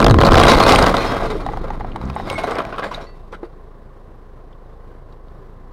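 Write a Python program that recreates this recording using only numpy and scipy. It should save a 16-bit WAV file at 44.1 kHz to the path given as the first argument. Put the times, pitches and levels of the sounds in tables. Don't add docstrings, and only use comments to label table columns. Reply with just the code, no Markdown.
import sys
import numpy as np
from scipy import signal
from scipy.fft import rfft, irfft
from scipy.io import wavfile
from scipy.ndimage import uniform_filter1d

SR = 44100
rng = np.random.default_rng(int(sys.argv[2]) if len(sys.argv) > 2 else 0)


def file_out(sig):
    cols = np.atleast_2d(sig).T
    lim = np.clip(cols, -1, 1)
    pcm = np.round(lim * 32767).astype(np.int16)
    wavfile.write(sys.argv[1], SR, pcm)


N = 252428
TIME = np.arange(N) / SR

# frequency_hz, level_db
GLASS_SPECTRUM = [(800, -16), (2000, 8), (3000, 4.5), (4100, 5.5), (5200, -1), (7200, -6.5), (8800, -7.5),
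                  (11000, -7), (16000, -15)]


def undb(db):
    return 10 ** (np.asarray(db) / 20)


def unit(x):
    return x / np.sqrt(np.mean(x ** 2) + 1e-18)


def past(start_s):
    return np.maximum(TIME - start_s, 0)


def add(out, start_s, x):
    i = max(int(start_s * SR), 0)
    out[i:i + len(x)] += x[:N - i]


def wander(rate_hz):
    knots = rng.standard_normal(4096)
    joined = np.interp(TIME * rate_hz, np.arange(len(knots)), knots)
    return uniform_filter1d(joined, int(SR / rate_hz / 2) + 1)


def clicks(per_s, spread_db):
    size = undb(spread_db * np.minimum(rng.exponential(size=N), 4))
    return unit((rng.random(N) < per_s / SR) * size * rng.choice([-1, 1], N))


def colour(x, spectrum, size=4096):
    hz, db = np.transpose(spectrum)
    bins_hz = np.maximum(np.fft.rfftfreq(size, 1 / SR), 1)
    gain = undb(np.interp(np.log(bins_hz), np.log(hz), db))
    cepstrum = irfft(np.log(gain))
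    cepstrum[1:size // 2] *= 2
    cepstrum[size // 2 + 1:] = 0
    response = irfft(np.exp(rfft(cepstrum)))
    return signal.fftconvolve(x, response / np.linalg.norm(response))[:len(x)]


def fade(t60_s):
    t = TIME[:int(max(t60_s, .002) * SR)]
    return undb(-60 * t / t[-1])


def burst(length_s):
    u = TIME[:SR // 4] / max(length_s, .004)
    return np.minimum(u / .08, 1) * np.exp(-(1.9 * u) ** 1.4)


def gate(noise, start_s, envelope):
    return envelope * noise[int(start_s * SR):][:len(envelope)]


def ring(hz, t60_s):
    decay = fade(t60_s)
    cycles = hz * TIME[:len(decay)]
    return decay * np.sin(2 * np.pi * cycles) * (1 - np.exp(-2 * cycles))


def resonate(force, modes):
    return sum(undb(db) * signal.lfilter(*signal.iirpeak(hz, hz / width_hz, fs=SR), force)
               for hz, width_hz, db in modes)


def buckling():
    # start_s, level_db, splinter_db, pitch_hz
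    heavy_buckles = [(.002, -3, -15, 810), (.015, -10, -16, 610), (.026, -1, -11.5, 525),
                     (.044, -4, -8, 710), (0.064, 5, -9.5, 470), (0.082, -2, -16, 900),
                     (0.097, -7, -16, 806), (.11, -2.5, -14, 576), (.142, -6, -18.5, 940),
                     (.186, -1, -17.5, 700), (.212, 0.5, -14.5, 708), (.234, -1.5, -12.5, 520),
                     (.254, -4, -12.5, 740), (.27, -1, -12, 635), (.277, 0, -17.5, 890),
                     (0.287, 0.5, -19, 850), (.31, -20, -20.5, 610), (0.319, 0, -13.5, 1170),
                     (.332, -3.5, -11.5, 1000), (.342, -1, -13.5, 800), (0.355, -0.5, -12, 1060),
                     (0.37, 0, -13, 788), (.381, -1.5, -8, 899), (.399, -2, -10, 789),
                     (.412, -2.5, -14.5, 780), (.429, -11, -9, 900), (0.435, 6.5, 0, 1230),
                     (.452, -4.5, -9.5, 816), (0.469, -3.5, -16.5, 1114), (.484, -4.5, -13, 895),
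                     (0.496, 1, -12.5, 520), (.518, 3.5, -5, 718), (.537, -2.5, -17, 1010),
                     (.585, -4.5, -14.5, 490), (0.601, -5.5, -11.5, 490), (0.635, -12, -12.5, 1100),
                     (0.664, -7, -12, 850), (.692, -4, -6.5, 490), (.709, -7.5, -11.5, 657),
                     (.722, -5, -5.5, 1400), (0.75, -7.5, -12, 738), (0.759, -9, -2.5, 700),
                     (.786, -10, -22, 1010), (.815, -44, -55, 600), (0.838, -10, -31, 457),
                     (0.867, -8, -16, 519), (0.941, -6.5, -24, 876), (0.967, -15, -19.5, 1060),
                     (1.019, -27, -33, 700), (1.049, -16, -33, 571), (1.122, -20, -27, 433)]
    # start_s, end_s, level_db, splinter_db
    spells = [(0.203, 0.277, -10.5, -15), (0.345, 0.552, -14.5, -15), (0.59, .88, -9, -19)]
    buckles_per_s, spread_db = 60, 3
    folds, metal, glass = np.zeros((3, N))
    buckles = []
    for s, db, splinter_db, hz in heavy_buckles:
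        add(folds, s, undb(db - 5) * ring(hz, t60_s=11 / hz))
        buckles.append((s, db, splinter_db))
    for start_s, end_s, db, splinter_db in spells:
        for k, (delay, softer, duller) in enumerate(rng.standard_normal((40, 3))):
            s = start_s + (k + .6 * abs(delay)) / buckles_per_s
            if s < end_s:
                buckles.append((s, db - spread_db * softer, splinter_db - spread_db * duller))
    snaps = clicks(per_s=7000, spread_db=5.5)
    crush, tear = burst(length_s=.0092), burst(length_s=.0058)
    for (s, db, splinter_db), pitches in zip(buckles, rng.random((200, 4))):
        add(metal, s, undb(db) * crush)
        add(glass, s, undb(splinter_db) * splinter(gate(snaps, s, tear), pitches))
        add(folds, s, undb(splinter_db) * crack(pitches[0]))
    return folds, snaps * metal, glass


def splinter(force, pitches, low_hz=2000, high_hz=10000, q=18):
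    modes = [(hz, hz / q, 4) for hz in low_hz * (high_hz / low_hz) ** pitches]
    return (force + resonate(force, modes)) / np.sqrt(3)


def crack(pitch, low_hz=2200, high_hz=5000):
    return undb(4) * ring(low_hz * (high_hz / low_hz) ** pitch, t60_s=.009)


def panels(force):
    # pitch_hz, bandwidth_hz, level_db
    panel_modes = [(266, 75, -1.5), (456.6, 20, -7), (557, 8, 1), (662, 16, 1.5), (780, 32, -8.5),
                   (1032, 63, 0.5), (1200, 88, -4), (1363, 5.8, -3.5)]
    # frequency_hz, level_db
    metal_spectrum = [(60, -25), (160, -6), (300, 1.5), (500, 3), (750, 3.5), (1100, 1.5), (1600, -4),
                      (2400, -17), (4000, -24.5), (8000, -43.5), (16000, -32.5)]
    return colour(force + undb(-3) * resonate(force, panel_modes), metal_spectrum)


def glass_and_trim(force):
    # pitch_hz, bandwidth_hz, level_db
    trim_modes = [(2060, 39, 5.5), (2570, 6.8, -2), (2750, 83, -6.5), (3700, 150, 3), (3865, 35, 7.5),
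                  (3970, 11, -5), (4670, 35, -21.5), (8850, 180, 10)]
    return colour(force + undb(-8) * resonate(force, trim_modes), GLASS_SPECTRUM)


def shudder():
    # frequency_hz, level_db
    body_spectrum = [(12, -13.5), (28, 3), (45, -3), (72, -8), (100, -5), (140, -5.5), (220, -9.5),
                     (350, -8.5), (800, -30), (3000, -74.5)]
    # start_s, level_db, push_s
    thumps = [(0.028, -9, 0.0073), (0.096, -1, 0.019), (0.17, -11, 0.0082), (0.291, 2, 0.015),
              (0.337, 9, 0.0043), (0.376, -0.5, 0.007), (0.439, 4.5, .008), (0.461, 2, 0.0063),
              (0.557, 0, 0.011), (0.723, 2.5, 0.0051), (0.806, -4, 0.0058), (0.83, 1.5, 0.0034)]
    fall_db_per_s, damping = 23, 1.38
    collision = undb(-10.5 - fall_db_per_s * past(.46))
    jolts = unit(colour(clicks(per_s=900, spread_db=-.1), body_spectrum))
    out = jolts * np.hypot(collision, slide())
    for s, db, push_s in thumps:
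        u = TIME[:SR // 4] / push_s
        add(out, s, undb(db) * np.sin(np.pi * u) * np.exp(-damping * u))
    return out


def slide(fall_db_per_s=15):
    return undb(-32 - fall_db_per_s * past(2.36))


def groans(jitter=.11):
    # start_s, end_s, from_hz, to_hz, level_db, step_db (per harmonic)
    bends = [(0.036, 0.26, 189.5, 52.14, -9, -9.5), (0.348, 0.413, 750, 783, -6, -29),
             (0.401, 0.464, 785, 726, -10, -27), (0.722, 0.75, 640, 696, -6, -16),
             (1.183, 1.527, 560, 254.2, -29.5, -7), (1.97, 2.184, 53.7, 73.5, -25, -4.5)]
    out, rough = np.zeros(N), wander(rate_hz=82)
    flutter = [undb(4 * wander(rate_hz=70)) for _ in range(4)]
    for start_s, end_s, from_hz, to_hz, db, step_db in bends:
        u = np.linspace(0, 1, int((end_s - start_s) * SR))
        span = int(start_s * SR) + np.arange(len(u))
        hz = from_hz * (to_hz / from_hz) ** u
        phase = 2 * np.pi * np.cumsum(hz * (1 + jitter * rough[span])) / SR
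        moan = sum(undb(k * step_db) * gain[span] * np.sin((k + 1) * phase)
                   for k, gain in enumerate(flutter))
        add(out, start_s, undb(db) * moan * np.sin(np.pi * u))
    return out


def wreckage():
    # full_s, hold_s, rattle_db, grit_db, rise_db_per_s, fall_db_per_s
    waves = [(0.452, 0.27, -14.5, -26.5, 53, 27.5), (2.322, 0.033, -29.5, -42, 46, 30)]
    rest_s, grit_slope = 3.05, 1.075
    heavy, fine = slide() * undb(-11), np.zeros(N)
    for full_s, hold_s, rattle_db, grit_db, rise, fall in waves:
        swell_db = -rise * np.maximum(full_s - TIME, 0) - fall * past(full_s + hold_s)
        heavy = np.hypot(heavy, undb(rattle_db + swell_db))
        fine = np.hypot(fine, undb(grit_db + grit_slope * swell_db))
    settle = undb(-152 * past(rest_s))
    trickle = undb(7 * past(rest_s))
    clumps = undb(3.2 * wander(rate_hz=76))
    chimes = shards() * fine * undb(-6.5)
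    rattle = clicks(per_s=1000, spread_db=1) * heavy * clumps
    grit = clicks(per_s=1500, spread_db=-.5) * fine * clumps
    return settle * (shudder() + chimes), settle * rattle, trickle * grit


def shards(low_hz=1874, high_hz=10150, spread_db=19, count=800):
    out = np.zeros(N)
    for when, pitch, life, size in rng.random((count, 4)):
        hz = low_hz * (high_hz / low_hz) ** pitch
        add(out, when * N / SR, undb(spread_db * size) * ring(hz, t60_s=.19 * (.21 + life)))
    return unit(colour(out, GLASS_SPECTRUM))


def tumbles():
    # start_s, level_db, pitch_hz, splinter_db, length_s
    skids = [(0.481, -8.5, 912, -13, 0.096), (0.672, -11, 1056, -14.5, 0.12), (0.994, -25, 620, -28, 0.14),
             (1.04, -24.5, 567, -42, 0.23), (1.124, -22.5, 596, -52, 0.12), (1.224, -26, 443, -37, 0.13),
             (1.3, -24.5, 264, -33.5, 0.039), (2.378, -19, 656, -28.5, 0.052),
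             (2.433, -21, 656, -32, 0.041), (2.47, -20, 490, -60, 0.11), (2.505, -26, 680, -35, 0.071),
             (2.54, -22.5, 663, -63, 0.22), (2.583, -15.5, 1060, -39, 0.036),
             (2.724, -23.5, 1090, -57, 0.053), (2.779, -19, 1120, -41, 0.051),
             (2.822, -18.5, 1590, -58, 0.059), (2.833, -24, 606, -38, 0.092),
             (2.91, -23.5, 990, -39, 0.062), (2.937, -36, 1280, -38, 0.055),
             (2.972, -29.5, 644, -61, 0.086), (3.006, -36.5, 462, -44, 0.084), (3.32, -28, 443, -47, 0.054),
             (3.341, -30, 1340, -52, 0.023), (3.442, -38, 468, -52, 0.041)]
    parts, metal, glass = np.zeros((3, N))
    snaps, grit = clicks(per_s=900, spread_db=-1), clicks(per_s=2200, spread_db=.5)
    overtone_ratios = rng.uniform(2.2, 2.23, len(skids))
    for (s, db, hz, splinter_db, length_s), ratio in zip(skids, overtone_ratios):
        contact = burst(length_s)
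        chatter = gate(snaps, s, contact)
        for mode_hz, mode_db in [(hz, 0), (hz * ratio, -11)]:
            mode = signal.lfilter(*signal.iirpeak(mode_hz, Q=9, fs=SR), chatter)
            add(parts, s, undb(db + mode_db) * mode / np.abs(mode).max())
        add(metal, s, undb(db - 8) * chatter)
        add(glass, s, undb(splinter_db) * splinter(gate(grit, s, contact), rng.random(4)))
    return signal.sosfilt(signal.butter(2, 3200, fs=SR, output="sos"), parts), metal, glass


def pings(split=.007, twin_db=-15):
    # start_s, pitch_hz, level_db, t60_s
    ringing_parts = [(.484, 3950, -12, 0.096), (0.498, 4416, -16, 0.1), (0.611, 4245, -21.5, 0.38),
                     (.785, 8580, -18, 0.06), (0.979, 4180, -28, 0.39), (1.068, 5200, -32, 0.23),
                     (1.075, 3255, -35, 0.52), (2.17, 3750, -47, 0.69), (2.17, 5300, -54, .5),
                     (2.302, 2203, -32.5, 0.63), (2.325, 8500, -37, 0.19), (2.355, 2172, -28.5, 0.4),
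                     (2.946, 3810, -22, 0.035), (3.068, 4474, -47.5, 0.26), (3.069, 2680, -58, 0.82),
                     (3.068, 1970, -50, 0.32)]
    out = np.zeros(N)
    for s, hz, db, t60_s in ringing_parts:
        add(out, s, undb(db) * ring(hz, t60_s))
        add(out, s, undb(db + twin_db) * ring(hz * (1 + split), t60_s))
    return out


def knocks():
    # start_s, level_db, pitch_hz, tick_db
    landings = [(1.223, -7, 687, -40), (1.249, -12.5, 660, -42), (1.353, -13, 424, -48),
                (1.464, -7.5, 780, -32), (1.488, -9, 830, -57), (1.535, -12.5, 868, -54),
                (1.572, -11, 770, -36), (1.642, -16, 535, -60), (1.704, -10.5, 847, -38),
                (1.808, -12, 827, -59), (1.846, -12.5, 745, -65), (1.96, -10.5, 906, -31),
                (2.014, -15.5, 910, -41), (2.1, -16, 1053, -32), (2.163, -7, 854, -52),
                (2.199, -9.5, 777, -46), (2.3, -15.5, 828, -17.5), (2.329, -14.5, 820, -40),
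                (2.385, -26, 640, -33), (2.441, -5.5, 720, -44), (2.51, -12, 753, -28.5),
                (2.519, -9.5, 1190, -41), (2.554, -37, 700, -30), (2.585, -21, 990, -29),
                (2.604, -10, 1310, -37.5), (2.651, -20, 684, -31.5), (2.783, -11, 1296, -38),
                (2.794, -19, 488, -30), (2.841, -22, 550, -33), (2.914, -15, 1020, -41),
                (2.977, -18.5, 660, -52), (3.337, -19.5, 1350, -52.5), (3.43, -14.5, 352, -56)]
    # pitch_ratio, level_db, ring_share
    piece_modes = [(1, -2.5, 0.73), (1.22, -10.5, 0.6), (2.3, -15, 0.29)]
    ring_cycles = 36.8
    thocks, metal, glass = np.zeros((3, N))
    grain = rng.standard_normal(N)
    tick, snap = burst(length_s=.0057), fade(t60_s=.008)
    for (s, db, hz, tick_db), pitches in zip(landings, rng.random((len(landings), 4))):
        for ratio, mode_db, share in piece_modes:
            add(thocks, s, undb(db + mode_db) * ring(hz * ratio, share * ring_cycles / hz))
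        add(thocks, s, undb(tick_db - 10) * gate(grain, s, snap))
        add(thocks, s, undb(tick_db) * crack(pitches[0]))
        add(metal, s, undb(db - 19) * burst(length_s=.018))
        add(glass, s, undb(tick_db) * splinter(gate(grain, s, tick), pitches))
    return thocks, metal * grain, glass


def crumbs(q=2.4):
    # start_s, peak_db, pitch_hz
    drops = [(1.917, -32, 2760), (2.052, -38, 5900), (2.153, -34, 8940), (4.527, -47.5, 3024),
             (5.124, -46.5, 4000), (5.282, -51.5, 3850)]
    out, contact = np.zeros(N), burst(length_s=.012)
    for (s, db, hz), grain in zip(drops, rng.standard_normal((len(drops), len(contact)))):
        mode = [(hz, hz / q, 0)]
        tick = resonate(resonate(contact * grain, mode), mode)
        add(out, s, undb(db) * tick / np.abs(tick).max())
    return out


def engine():
    # time_s, firing_hz, level_db
    idle = [(1.2, 26.09, -28), (1.8, 25.43, -25), (2.4, 26.25, -44), (3.2, 27.55, -36), (3.8, 27.51, -39.5),
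            (4.6, 27.48, -38), (5.7, 27.6, -37.5)]
    # multiple, level_db
    harmonics = [(1, 2), (2, -9), (3, -21), (4, -18), (5, -21.5), (6, -21), (7, -35.5), (8, -20.5)]
    # frequency_hz, level_db
    rush_spectrum = [(40, 1), (75, 4), (130, 2), (190, -4), (250, -4), (300, -4.5), (380, 0), (470, -1),
                     (600, -6.5), (800, -8), (920, -12), (1030, -4.5), (1300, -15), (1900, -21),
                     (2400, -30), (4000, -32), (7000, -41), (15000, -38)]
    times_s, firing_hz, level_db = np.transpose(idle)
    hz = np.interp(TIME, times_s, firing_hz) * (1 + .006 * wander(rate_hz=44))
    phase = 2 * np.pi * np.cumsum(hz) / SR
    uneven = undb(1.5 * wander(rate_hz=15))
    throb = sum(undb(db) * (uneven if k > 1 else 1) * np.cos(k * phase) for k, db in harmonics)
    throb *= undb(np.interp(TIME, times_s, level_db))
    rush = unit(colour(rng.standard_normal(N), rush_spectrum)) * (1 + .121 * np.cos(phase))
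    return throb + rush * undb(-44 + .9 * wander(rate_hz=18))


def cabin(x, t60_s=.043, wet_db=-15):
    tail = gate(rng.standard_normal(N), 0, fade(t60_s))
    return x + undb(wet_db) * signal.fftconvolve(x, tail / np.linalg.norm(tail))[:N]


def scene():
    direct, metal, glass = np.sum([buckling(), tumbles(), knocks(), wreckage()], axis=0)
    crash = direct + groans() + panels(metal) + glass_and_trim(glass) + crumbs() + pings()
    return (cabin(crash) + engine())[None]


def record(dry):
    slow_hz, choke_level, leak, ceiling = 140, .58, .1, .72
    push = signal.sosfiltfilt(signal.butter(2, slow_hz, fs=SR, output="sos"), dry)
    passed = leak + (1 - leak) / (1 + (push / choke_level) ** 4)
    choked = ceiling * np.tanh(push / ceiling) + (dry - push) * passed
    limited = choked / (1 + (choked / ceiling) ** 8) ** (1 / 8)
    dull = signal.sosfilt(signal.butter(1, 7000, fs=SR, output="sos"), limited)
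    coupled = signal.sosfilt(signal.butter(1, 8, "high", fs=SR, output="sos"), dull)
    return signal.sosfilt(signal.ellip(10, .1, 80, 15800, fs=SR, output="sos"), coupled)


dry = scene()
out = record(dry)
file_out(out)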